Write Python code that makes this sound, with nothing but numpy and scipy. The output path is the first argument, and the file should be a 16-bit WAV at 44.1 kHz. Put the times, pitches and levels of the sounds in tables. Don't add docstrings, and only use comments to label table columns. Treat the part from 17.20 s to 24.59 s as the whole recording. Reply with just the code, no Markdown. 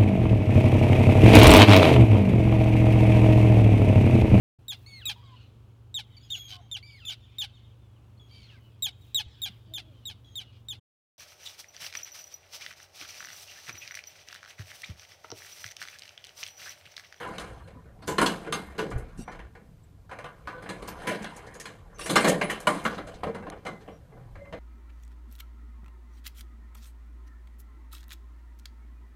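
import sys
import numpy as np
from scipy import signal
from scipy.fft import rfft, irfft, next_fast_len
from scipy.io import wavfile
from scipy.ndimage import uniform_filter1d

SR = 44100
rng = np.random.default_rng(int(sys.argv[2]) if len(sys.argv) > 2 else 0)


def file_out(sig):
    cols = np.atleast_2d(sig).T
    lim = np.clip(cols, -1, 1)
    pcm = np.round(lim * 32767).astype(np.int16)
    wavfile.write(sys.argv[1], SR, pcm)


def how_loud(loudness_db):
    steps = np.asarray(loudness_db, float) / 20
    return 10 ** steps


N = 325899
STEP = 32
COARSE_S = np.arange(N // STEP + 2) * STEP / SR
DRAG_RISE_S = 0.0049

# (frequency [Hz], density [dB per Hz])
MESH_COLOUR = [(59, -50.5), (170, -4), (280, -4), (390, -3.5), (560, 0), (808, -5), (1130, -4.5),
               (1690, -7), (2130, -7), (2520, -9), (6000, -24), (10500, -26.5), (14500, -48.5)]
# (time [s], frequency [Hz], level [dB], t60 [s])
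LATCHED_RINGS = [(0.181, 1210, -53, 0.18), (0.182, 3020, -39.5, 0.072), (0.182, 3770, -37, 0.053),
                 (0.877, 450, -29.5, 0.26), (0.877, 852, -36.5, 0.35), (0.877, 1030, -35, 0.37),
                 (0.983, 926, -32, 0.44), (0.983, 1067, -17, 0.08), (0.983, 1170, -44, 0.29),
                 (0.985, 1353, -30, 0.26), (0.982, 1448, -28, 0.29), (1.015, 940, -28, 0.23),
                 (1.015, 1076, -27, 0.27), (1.016, 1380, -22, 0.084), (0.982, 4180, -26, 0.068),
                 (1.062, 980, -31, 0.13), (1.062, 1310, -29, 0.075), (1.061, 4300, -26, 0.071),
                 (1.064, 3360, -26, 0.049), (1.326, 1180, -40, 0.053), (1.324, 1560, -43, 0.21),
                 (1.325, 2110, -39.5, 0.42), (1.326, 2740, -35, 0.075), (1.589, 1166, -40, 0.079),
                 (1.588, 1630, -47, 0.37), (1.588, 2670, -42, 0.13), (1.589, 2850, -30.5, 0.043),
                 (2.079, 742, -34, 0.07), (2.079, 1034, -40, 0.069), (2.079, 1420, -47, 0.14),
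                 (2.116, 1310, -53, 0.22), (2.117, 1810, -46, 0.14), (2.913, 745, -45, 0.32),
                 (2.912, 1000, -40, 0.11), (3.274, 1010, -38, 0.093), (3.273, 1230, -40, 0.22),
                 (3.274, 1510, -39, 0.13), (3.273, 1680, -44, 0.29), (3.489, 1220, -51, 0.17),
                 (3.491, 1360, -55, 0.15), (3.684, 995, -37.5, 0.088), (3.683, 1300, -55, 0.2),
                 (3.871, 540, -34, 0.13), (3.873, 1056, -33, 0.089), (3.915, 603, -33, 0.23),
                 (3.871, 2320, -40, 0.36), (4.043, 600, -50, 0.25), (4.043, 2070, -46.5, 0.33),
                 (4.456, 1036, -42, 0.13), (4.456, 4200, -43, 0.074)]
# (time [s], frequency [Hz], level [dB], t60 [s])
FREE_RINGS = [(4.894, 472, -50, 0.37), (4.894, 1200, -47, 0.16), (4.957, 327, -21, 0.098),
              (4.957, 590, -16.5, 0.15), (4.957, 978, -8, 0.053), (4.957, 1195, -12.5, 0.074),
              (4.957, 2100, -19, 0.22), (4.957, 4170, -21, 0.099), (5.046, 583, -23, 0.15),
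              (5.046, 1121, -23, 0.12), (5.046, 2200, -40, 0.16), (5.046, 2390, -30, 0.18),
              (5.046, 4340, -31, 0.13), (5.213, 1600, -30, 0.11), (5.213, 1880, -39, 0.14),
              (5.213, 2440, -44, 0.1), (5.213, 2930, -35, 0.17), (4.957, 510, -19, 0.14),
              (5.299, 1890, -23.5, 0.075), (5.299, 2940, -35.5, 0.17), (5.471, 606, -19.5, 0.17),
              (5.471, 1000, -24, 0.085), (5.471, 1154, -20, 0.15), (5.471, 1428, -18, 0.062),
              (5.471, 2300, -19.5, 0.046), (5.471, 2960, -20.5, 0.059), (5.651, 1015, -26, 0.071),
              (5.651, 1300, -23, 0.054), (5.651, 2130, -22, 0.043), (5.651, 2855, -24, 0.039),
              (5.782, 1042, -48, 0.41), (5.782, 1297, -43, 0.24), (6.033, 457, -35, 0.22),
              (6.033, 618, -33, 0.25), (6.033, 1018, -33, 0.1), (6.033, 1260, -39, 0.18),
              (6.07, 1070, -34.5, 0.083), (6.07, 1260, -40, 0.083), (6.147, 462, -41, 0.35),
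              (6.147, 1020, -40, 0.059), (6.147, 1275, -39, 0.063), (6.268, 1050, -40.5, 0.086),
              (6.464, 1030, -36, 0.091), (6.464, 1390, -45.5, 0.12), (6.464, 2100, -34.5, 0.15),
              (6.678, 450, -43.5, 0.29), (6.923, 441, -52.5, 0.39), (7.327, 486, -43, 0.29),
              (7.327, 637, -39, 0.15), (7.327, 1286, -46, 0.083)]


def rms_one(x):
    return x / np.sqrt(np.mean(x ** 2) + 1e-20)


def fine(coarse):
    return np.interp(np.arange(N) / STEP, np.arange(len(coarse)), coarse)


def at_hz(points, hz):
    point_hz, value = np.transpose(points)
    return np.interp(np.log(hz), np.log(point_hz), value)


def drift(rate_hz):
    r = np.exp(-2 * np.pi * STEP * rate_hz / SR)
    chance = rng.standard_normal(N // STEP + 2002)
    return rms_one(signal.lfilter([1], [1, -2 * r, r * r], chance)[2000:])


def ring(drive, hz, t60):
    r = how_loud(-60 / (max(t60, 1 / 300) * SR))
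    w = 2 * np.pi * hz / SR
    return signal.lfilter([0, np.sin(w)], [1, -2 * r * np.cos(w), r * r], drive + 1e-18)


def bands(low_hz, count, grit_db=0):
    edges = low_hz * 2 ** (np.arange(count + 1) / 3)
    white = rng.standard_normal((2, N))
    white = rms_one(white * how_loud(grit_db * np.minimum(rng.exponential(1, N), 5)))
    for k in range(count):
        sos = signal.butter(2, edges[k:k + 2], "band", fs=SR, output="sos")
        yield np.sqrt(edges[k] * edges[k + 1]), signal.sosfilt(sos, white[k % 2])


def coloured(spectrum, low_hz, count, patchy_db, rate_hz):
    out = np.zeros(N)
    for hz, noise in bands(low_hz, count):
        out += noise * fine(how_loud(at_hz(spectrum, hz) + patchy_db * drift(rate_hz)))
    return rms_one(out)


def dying(s, db, t60, rise_s, count=900):
    age = np.arange(count) * STEP / SR
    fall = np.exp(-2 * np.log(1000) * age / np.maximum(t60, .01)[:, None])
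    power = (1 - np.exp(-age / rise_s)) ** 2 * how_loud(2 * db)[:, None] * fall
    at = (s * SR / STEP).astype(int)[:, None] + np.arange(count)
    return np.bincount(at.ravel(), power.ravel(), N // STEP + 2)[:N // STEP + 2]


def window(s, length, edge_s):
    opening = (COARSE_S - s) / edge_s
    closing = (s + length - COARSE_S) / (3 * edge_s) + 1
    return np.clip(np.minimum(opening, closing), 0, 1)


def street():
    # (frequency [Hz], density [dB per Hz])
    far_colour = [(60, -31), (100, -7), (175, 1.5), (200, -11.5), (500, -20.5), (1200, -29.5),
                  (3000, -33.5), (6000, -37.5), (15800, -41.5)]
    size = next_fast_len(N)
    colour = how_loud(at_hz(far_colour, np.arange(size // 2 + 1) * SR / size + 1))
    hiss = rms_one(irfft(rfft(rng.standard_normal(size)) * colour, size)[:N])
    drone = rms_one(ring(rng.standard_normal(N), hz=110, t60=0.55))
    return how_loud(-60) * hiss * fine(how_loud(0.72 * drift(3))) + how_loud(-60) * drone


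def wind_db():
    # (time [s], peak [dB], loss either side [dB per s])
    gusts = [
        (0.39, -49, 37),
        (0.9, -51, 15),
        (1.77, -31.5, 124),
        (1.97, -41, 45),
        (5.95, -43.5, 49),
        (7.119, -46, 35),
        (7.33, -46.5, 132),
    ]
    breeze_db = -52 + 0.5 * drift(2.0)
    return np.max([breeze_db] + [db - loss_db * abs(COARSE_S - s) for s, db, loss_db in gusts], axis=0)


def wind():
    # (frequency [Hz], density [dB per Hz])
    gust_colour = [(20, -4.5), (35, 1), (60, 2), (110, -5), (200, -13), (400, -36)]
    # (time [s], level [dB], frequency [Hz], t60 [s])
    bumps = [(.56, -43.5, 254, 0.2), (.88, -29, 170, .15), (1.02, -22.5, 260, .2), (1.0, -27, 200, .15),
             (1.3, -35, 160, .15), (1.6, -34, 165, .12), (1.758, -15, 57, 0.047), (1.985, -33, 166, 0.12),
             (1.992, -30, 250, .08), (1.99, -36, 370, .08), (2.008, -33, 212, .1), (3.04, -40, 145, .15),
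             (3.49, -37, 185, .15), (4.96, -23, 185, .12), (5.13, -29.5, 175, 0.15), (5.77, -32, 195, 0.1),
             (5.95, -36, 45, .045), (6.945, -42, 200, .12)]
    out = fine(how_loud(wind_db())) * coloured(gust_colour, 20.15, count=13, patchy_db=5.5, rate_hz=3.2)
    for s, db, hz, t60 in bumps:
        knock = np.zeros(N)
        knock[int(s * SR):int(s * SR) + 60] = how_loud(db) / 60
        out += ring(knock, hz, t60)
    return out


def singing():
    # (time [s], length [s], frequency [Hz], level [dB])
    squeaks = [(0.005, 0.031, 1000, -39), (0.055, 0.044, 1004, -39.5), (0.1, 0.036, 1014, -44),
               (0.546, 0.077, 995, -56.5), (1.03, 0.2, 12130, -70), (1.33, .2, 12150, -70),
               (4.161, 0.014, 6700, -48), (0.43, .035, 4170, -72), (4.143, .015, 5500, -56),
               (4.344, 0.028, 6740, -48), (6.47, .12, 2050, -52.5), (0.881, 0.067, 1000, -32.5),
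               (0.882, 0.035, 450, -54), (1.266, 0.069, 450, -33.5), (2.628, .03, 7700, -72),
               (3.305, 0.13, 504, -45), (4.741, 0.034, 6200, -58), (4.745, .03, 5450, -69),
               (4.789, 0.079, 9680, -43), (4.812, 0.054, 5400, -47), (4.837, .02, 7960, -42),
               (4.835, .015, 12000, -56), (5.333, 0.084, 9700, -61), (5.34, .02, 12100, -63),
               (2.0, 0.11, 5850, -64), (3.303, 0.12, 1510, -46), (3.32, 0.071, 1000, -48),
               (3.32, 0.088, 1183, -50), (4.957, 0.033, 5470, -32), (4.996, 0.027, 9600, -38),
               (5.12, .035, 9500, -47), (4.998, .06, 8100, -44), (5.07, 0.03, 11800, -50),
               (1.07, 0.18, 517, -60), (4.41, 0.027, 6600, -45), (1.32, 0.028, 6370, -35.5),
               (3.678, 0.03, 12000, -45), (5.227, 0.07, 9750, -52), (6.712, .055, 5700, -68.5),
               (7.168, 0.037, 4180, -72), (7.344, .05, 4140, -72)]
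    # (time [s], length [s], frequency [Hz], level [dB])
    lowering = [
        (7.176, 0.059, 564, -38.5),
        (7.25, 0.082, 565, -50),
        (7.185, 0.11, 2080, -51.5),
    ]
    notes = [(*row, 0.0095) for row in squeaks] + [(*row, 0.035) for row in lowering]
    out = np.zeros(N)
    wavering_t = np.arange(N) / SR + 0.0025 * np.cumsum(fine(drift(40))) / SR
    for s, length, hz, db, rise_s in notes:
        swell = np.clip((COARSE_S - s) / rise_s, 0, 1)
        fade_db = np.clip(-7.0 * (COARSE_S - s) / length, -30, 0)
        level = how_loud(db + fade_db + 4.2 * drift(45)) * window(s, length, 0.0073) * swell
        level = fine(level)
        on = level > 0
        out[on] += level[on] * np.sin(2 * np.pi * hz * wavering_t[on])
    return out


def pin():
    # (frequency [Hz], level [dB], t60 [s])
    pin_modes = [(2760, 3, 0.34), (3760, -4, 0.19), (4600, 1, 0.23), (5700, 5, 5.0), (6358, -5, 0.13),
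                 (7500, -4, 1.7), (8200, 6, 0.22), (9330, -3, 0.35), (10250, -3, 0.19), (10850, -9, 0.22),
                 (11800, -7, 0.076), (13740, -15, 0.22)]
    # (time [s], length [s], level [dB])
    jingles = [
        (1.978, 0.05, -63.5),
        (4.781, 0.095, -57.5),
    ]
    shake = fine(sum(how_loud(db) * window(s, length, 0.0065) for s, length, db in jingles))
    touches = (rng.random(N) < 900 / SR) * shake
    out = np.zeros(N)
    for hz, db, t60 in pin_modes:
        out += ring(touches * how_loud(db) * rng.standard_normal(N), hz, min(t60, 0.022))
    return out


def snaps():
    # (time [s], level [dB])
    clicks = [
        (6.301, -31),
        (.1832, -31),
        (4.0445, -31),
    ]
    # (frequency [Hz], level [dB], t60 [s])
    snap_modes = [(2200, -3, .006), (4200, -4, .005), (6300, 0, .004), (9300, 1, .005), (11200, -5, .004)]
    s, level_db = np.transpose(clicks)
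    drive = np.zeros(N)
    drive[(s * SR).astype(int)] = how_loud(level_db)
    drive = uniform_filter1d(drive, size=3)
    return sum(ring(drive * how_loud(db), hz, t60) for hz, db, t60 in snap_modes)


def blows():
    # (time [s], peak [dB], mesh brightness [dB re peak], clank [Hz])
    latched = [(0.051, -30.5, -22, 930), (0.101, -41, -34, 970), (0.184, -30, -9, 1220),
               (0.198, -35, -4, 1080), (0.477, -45, -10, 465), (0.886, -29, -12.5, 453),
               (0.984, -13, -10.5, 1050), (1.016, -15, -9.5, 919), (1.063, -18, -4.5, 1324),
               (1.249, -38, -15, 870), (1.266, -34, -20, 446), (1.326, -19.5, -6.5, 1275),
               (1.589, -23, -14.5, 1515), (1.713, -31, -26.5, 1284), (2.079, -28.5, -35.5, 1000),
               (2.116, -41, -15, 1885), (2.149, -40, -27, 1950), (2.193, -39.5, -21.5, 1920),
               (2.353, -42.5, -20, 1810), (2.895, -38.5, -21, 1520), (2.914, -29, -24, 1052),
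               (2.989, -31, -18.5, 1002), (3.043, -32.5, -15.5, 1024), (3.274, -24, -21.5, 1470),
               (3.426, -38, -11.5, 589), (3.462, -33, -25, 1540), (3.492, -26, -8, 954),
               (3.624, -37.5, -8.5, 422), (3.683, -31.5, -4, 1004), (3.833, -37, -19, 945),
               (4.045, -29.5, -12, 1520), (4.401, -41.5, 4.5, 1890), (4.457, -32, -4.5, 2275)]
    # (time [s], peak [dB], mesh brightness [dB re peak], clank [Hz])
    free = [(4.794, -34.5, -8, 1176), (4.81, -34, -0.5, 1888), (4.958, -5, -8.5, 1060),
            (5.046, -12.5, -10, 581), (5.214, -12, -20, 2320), (5.472, -9.5, -11, 1112),
            (5.654, -15.5, -16, 1372), (5.782, -24, -22, 1299), (5.874, -38.5, -7.5, 572),
            (6.035, -22.5, -24.5, 642), (6.07, -25.5, -27, 446), (6.148, -24, -26, 902),
            (6.226, -33.5, -30.5, 475), (6.268, -29.5, -32, 617), (6.32, -33.5, -27.5, 453),
            (6.453, -28, -20, 612), (6.465, -22.5, -20, 1195), (6.679, -33.5, -34, 658),
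            (7.156, -40.5, -24.5, 1930), (7.255, -47.5, -25, 2620), (7.327, -29, -23, 605),
            (7.338, -34.5, -35, 471)]
    # (time [s], peak [dB], mesh brightness [dB re peak], clank [Hz])
    drags = [(0.129, -40, -19, 980), (0.822, -39.5, -9.5, 823), (0.875, -23.5, -3, 890),
             (1.581, -26, -10, 420), (3.871, -19, -7.5, 1875), (3.91, -27, -8, 624),
             (4.859, -28.5, 4, 1367), (4.895, -16, -6, 436), (5.298, -20, -12.5, 2300),
             (5.399, -38.5, -1.5, 1900), (5.072, -16.5, -5.5, 604), (6.92, -43, -55.5, 681),
             (6.965, -48, -47, 514)]
    # (time [s], peak [dB])
    faint = [(0.529, -53.5), (0.569, -57), (0.658, -50), (0.792, -52.5), (1.557, -42.5), (1.76, -37),
             (1.783, -41), (3.779, -44.5), (4.266, -48), (4.353, -42), (4.754, -57), (4.783, -45),
             (5.94, -43), (6.427, -53.5), (6.608, -45.5), (6.633, -54)]
    touches = [(s, db, -29, 450) for s, db in faint]
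    # (rows, thud [dB re peak], chatter t60 [s], 1 if dragged)
    kinds = ((latched, -11.5, 0.27, 0), (free, -13.5, 0.22, 0), (drags, -11, 0.33, 1), (touches, -14, 0.29, 0))
    rows = [(*row, *kind[1:]) for kind in kinds for row in kind[0]]
    s, peak_db, bright_db, clank_hz, thud_db, t60, dragged = np.transpose(rows)
    thud_db = thud_db + 0.04 * np.maximum(-30 - peak_db, 0)
    thud_db = thud_db - 4 * np.log2(clank_hz / 800)
    thud_db += -9.5 * ((s > 2.8) & (s < 3.4))
    return np.array([s, peak_db, thud_db, bright_db, t60, clank_hz, dragged])


def blow_colour(hz):
    s, peak_db, thud_db, bright_db, t60, clank_hz = blows()[:6]
    low = at_hz([(280, 0.84), (700, 0)], hz)
    high = at_hz([(1100, 0.011), (2000, 0.19), (5000, 0.88), (13000, 1.0)], hz)
    ring_s = np.array([row[0] for row in [*LATCHED_RINGS, *FREE_RINGS]])
    rung = np.min(abs(s[:, None] - ring_s), axis=1) < 1 / 150
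    peak_db = peak_db - 3 * rung * at_hz([(250, 0), (500, 1), (2200, 0.81), (3500, 0.0)], hz)
    spot_db = 4.7 * np.exp(-(np.log2(hz / clank_hz) / 0.34) ** 2)
    return peak_db + at_hz(MESH_COLOUR, hz) + low * (thud_db + 18.0) + high * (bright_db + 16.0) + spot_db


def frame():
    # (frequency [Hz], level [dB], t60 [s])
    upright = [(486.5, -14, 5.0), (1000, 0, 0.2), (1195, -15, 0.32), (1470, -6, 0.28), (1702, -12, 0.43),
               (2070, -14, 0.3)]
    # (frequency [Hz], level [dB], t60 [s])
    freed = [(480, -8, 0.27), (590, -10.5, 0.44), (815, -16.5, 0.19), (1140, -5, 0.12), (1770, -28.5, 0.55),
             (2050, -11, 0.37), (2200, -31, 0.51), (2350, -25.5, 0.25)]
    freed_at_s = 4.7
    s, peak_db = blows()[:2]
    out = np.zeros(N)
    for modes, struck, gain_db in ((upright, s < freed_at_s, -37), (freed, s >= freed_at_s, -39.5)):
        luck = rng.standard_normal((len(s), len(modes)))
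        for k, (hz, level_db, t60) in enumerate(modes):
            db = peak_db + 0.66 * level_db + gain_db + 3.0 * luck[:, k]
            contact_t60 = np.full(struck.sum(), 0.055)
            contact = np.sqrt(dying(s[struck], db[struck], contact_t60, 0.00086, count=120))
            out += ring(fine(contact) * rng.standard_normal(N), hz, min(t60, .24))
    return out


def clanks():
    s, hz, db, t60 = np.transpose([*LATCHED_RINGS, *FREE_RINGS])
    age, out = np.arange(9000) / SR, np.zeros(N + 9000)
    phase = rng.random((len(s), 1))
    level = how_loud(db[:, None] - 60 * age / np.maximum(t60, .02)[:, None])
    rings = level * np.sin(2 * np.pi * (hz[:, None] * age + phase))
    rings *= np.minimum(age / 0.0011, 1)
    for at, sound in zip((s * SR).astype(int), rings):
        out[at:at + 9000] += sound
    return out[:N] * fine(how_loud(2.5 * drift(60)))


def strands():
    s, t60, clank_hz, dragged = blows()[[0, 4, 5, 6]]
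    luck = rng.random((len(s), 12, 3))
    age, out = np.arange(2600) / SR, np.zeros(N + 2600)
    hz = 350 * 32 ** ((np.arange(12) + luck[..., 0]) / 12)
    hz[:, 0] = clank_hz
    db = np.transpose([blow_colour(column) for column in hz.T])
    db = db - 17 + 0.6 * np.log2(hz / 1000) + 8 * luck[..., 1]
    fall = 60 / np.minimum(t60[:, None] * (0.15 + .35 * luck[..., 2]), .11)
    for k, at in enumerate(((s - .002) * SR).astype(int)):
        rings = how_loud(db[k, :, None] - fall[k, :, None] * age) * np.sin(2 * np.pi * hz[k, :, None] * age)
        rise = np.minimum(age / (0.0038 + DRAG_RISE_S * dragged[k]), 1)
        out[at:at + 2600] += rings.sum(axis=0) * rise
    return out[:N] * fine(how_loud(4.17 * drift(64)))


def mesh():
    # (time [s], peak [dB], centre [Hz])
    ticks = [(0.075, -45, 6500), (0.378, -50, 3100), (0.4894, -62, 3450), (1.704, -38, 5750),
             (1.779, -40, 9700), (1.8841, -55, 4300), (2.1161, -40.5, 3900), (2.1494, -47, 3310),
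             (2.2394, -56, 3150), (3.676, -31.5, 5510), (4.0218, -35.5, 5270), (4.163, -36.5, 6240),
             (4.2672, -40, 4150), (4.341, -38, 6340), (4.4, -30, 6360), (4.905, -19, 8500),
             (5.083, -13.5, 6950), (5.403, -33, 8500), (5.64, -36, 8000), (5.748, -33, 3240),
             (5.8691, -42, 4750), (5.942, -35.5, 3270), (5.9694, -57, 3430), (5.01, -26.5, 6000),
             (1.976, -45, 6500), (1.06, -15, 4600), (1.99, -43, 5900), (3.872, -27, 4500),
             (6.61, -46, 3470), (5.215, -35, 7000), (6.466, -36.5, 3840), (5.302, -25.5, 9500),
             (0.862, -49, 8500)]
    # (time [s], level [dB])
    shaking = [(0.0, -37.5), (0.1, -44), (0.25, -46.5), (0.56, -59.5), (0.86, -67.5), (1.05, -36),
               (1.23, -47.5), (1.93, -55), (2.74, -71), (3.36, -54), (3.91, -42.5), (4.72, -59),
               (5.08, -27), (5.27, -52.5), (5.68, -40), (5.84, -52.5), (6.8, -62.5), (7.39, -60)]
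    # (frequency [Hz], t60 [re the blow's chatter t60])
    decay = [(120, 2.6), (400, 1.99), (1200, 1.36), (4000, 0.81), (12000, 0.61)]
    s, t60, dragged = blows()[[0, 4, 6]]
    rise_s = np.where(dragged, DRAG_RISE_S, 0.0015)[:, None]
    tick_s, tick_db, tick_hz = np.transpose(ticks)
    body_db = np.interp(COARSE_S, *np.transpose(shaking))
    strands_db = -65.5 + 1.35 * (body_db + 49.5)
    luck, out = rng.standard_normal((len(s), 22)), np.zeros(N)
    clatter = how_loud(1.34 * drift(110))
    for k, (hz, noise) in enumerate(bands(99.4, count=22, grit_db=2.5)):
        blow_db = blow_colour(hz) + 3.56 + 3.1 * luck[:, k]
        power = dying(s - .0018, blow_db, 0.84 * t60 * at_hz(decay, hz), rise_s + .5 / hz)
        crack_db = blow_db + .4 - 8.5 * dragged
        power += dying(s - .0018, crack_db, np.full_like(s, 0.038), 0.00047 + .3 / hz, count=80)
        after_t60 = 0.52 * at_hz([(600, 0.71), (2500, 0.85)], hz)
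        power += dying(s, blow_db - 11.5, np.full_like(s, after_t60), 0.0053)
        tick_colour_db = at_hz([(10500, 2.5), (15000, -17.5)], hz) - 8 * np.log2(hz / tick_hz) ** 2
        tick_t60 = np.full_like(tick_s, 0.12)
        power += dying(tick_s - .002, tick_db - 6.0 + tick_colour_db, tick_t60, 0.0033, count=400)
        high = at_hz([(1000, 0.049), (2600, 0.94)], hz)
        shiver_db = (1 - high) * (body_db + 13) + high * (strands_db + 23.0)
        shiver = how_loud(at_hz(MESH_COLOUR, hz) + shiver_db + 3.5 * drift(12.0))
        out += noise * fine(clatter * np.sqrt(power + shiver ** 2))
    return out


def panel(chatter):
    t60_s, share = 0.047, 0.22
    luck, age = rng.random((220, 2)), np.arange(6000) / SR
    hz = 120 * 115 ** ((np.arange(220) + luck[:, 0]) / 220)
    strength = np.sqrt(hz) * how_loud(7 * luck[:, 1])
    modes = np.sin(2 * np.pi * (hz[:, None] * age + luck[:, 1:] * 7))
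    response = strength @ modes * how_loud(-60 * age / t60_s)
    rung = rms_one(signal.fftconvolve(chatter, response)[:N]) * np.std(chatter)
    return np.sqrt(1 - share) * chatter + np.sqrt(share) * rung


def scene():
    around = street() + wind()
    fittings = singing() + pin() + snaps()
    gate = frame() + clanks() + strands() + panel(mesh())
    return (around + fittings + gate)[None]


def low_pass(x):
    return signal.sosfilt(signal.butter(12, 16320, fs=SR, output="sos"), x)


def record(dry):
    top_cut = signal.cheby2(10, 60, 16500, fs=SR, output="sos")
    return low_pass(signal.sosfilt(top_cut, np.clip(dry, -1, 1)))


dry = scene()
out = record(dry)
file_out(out)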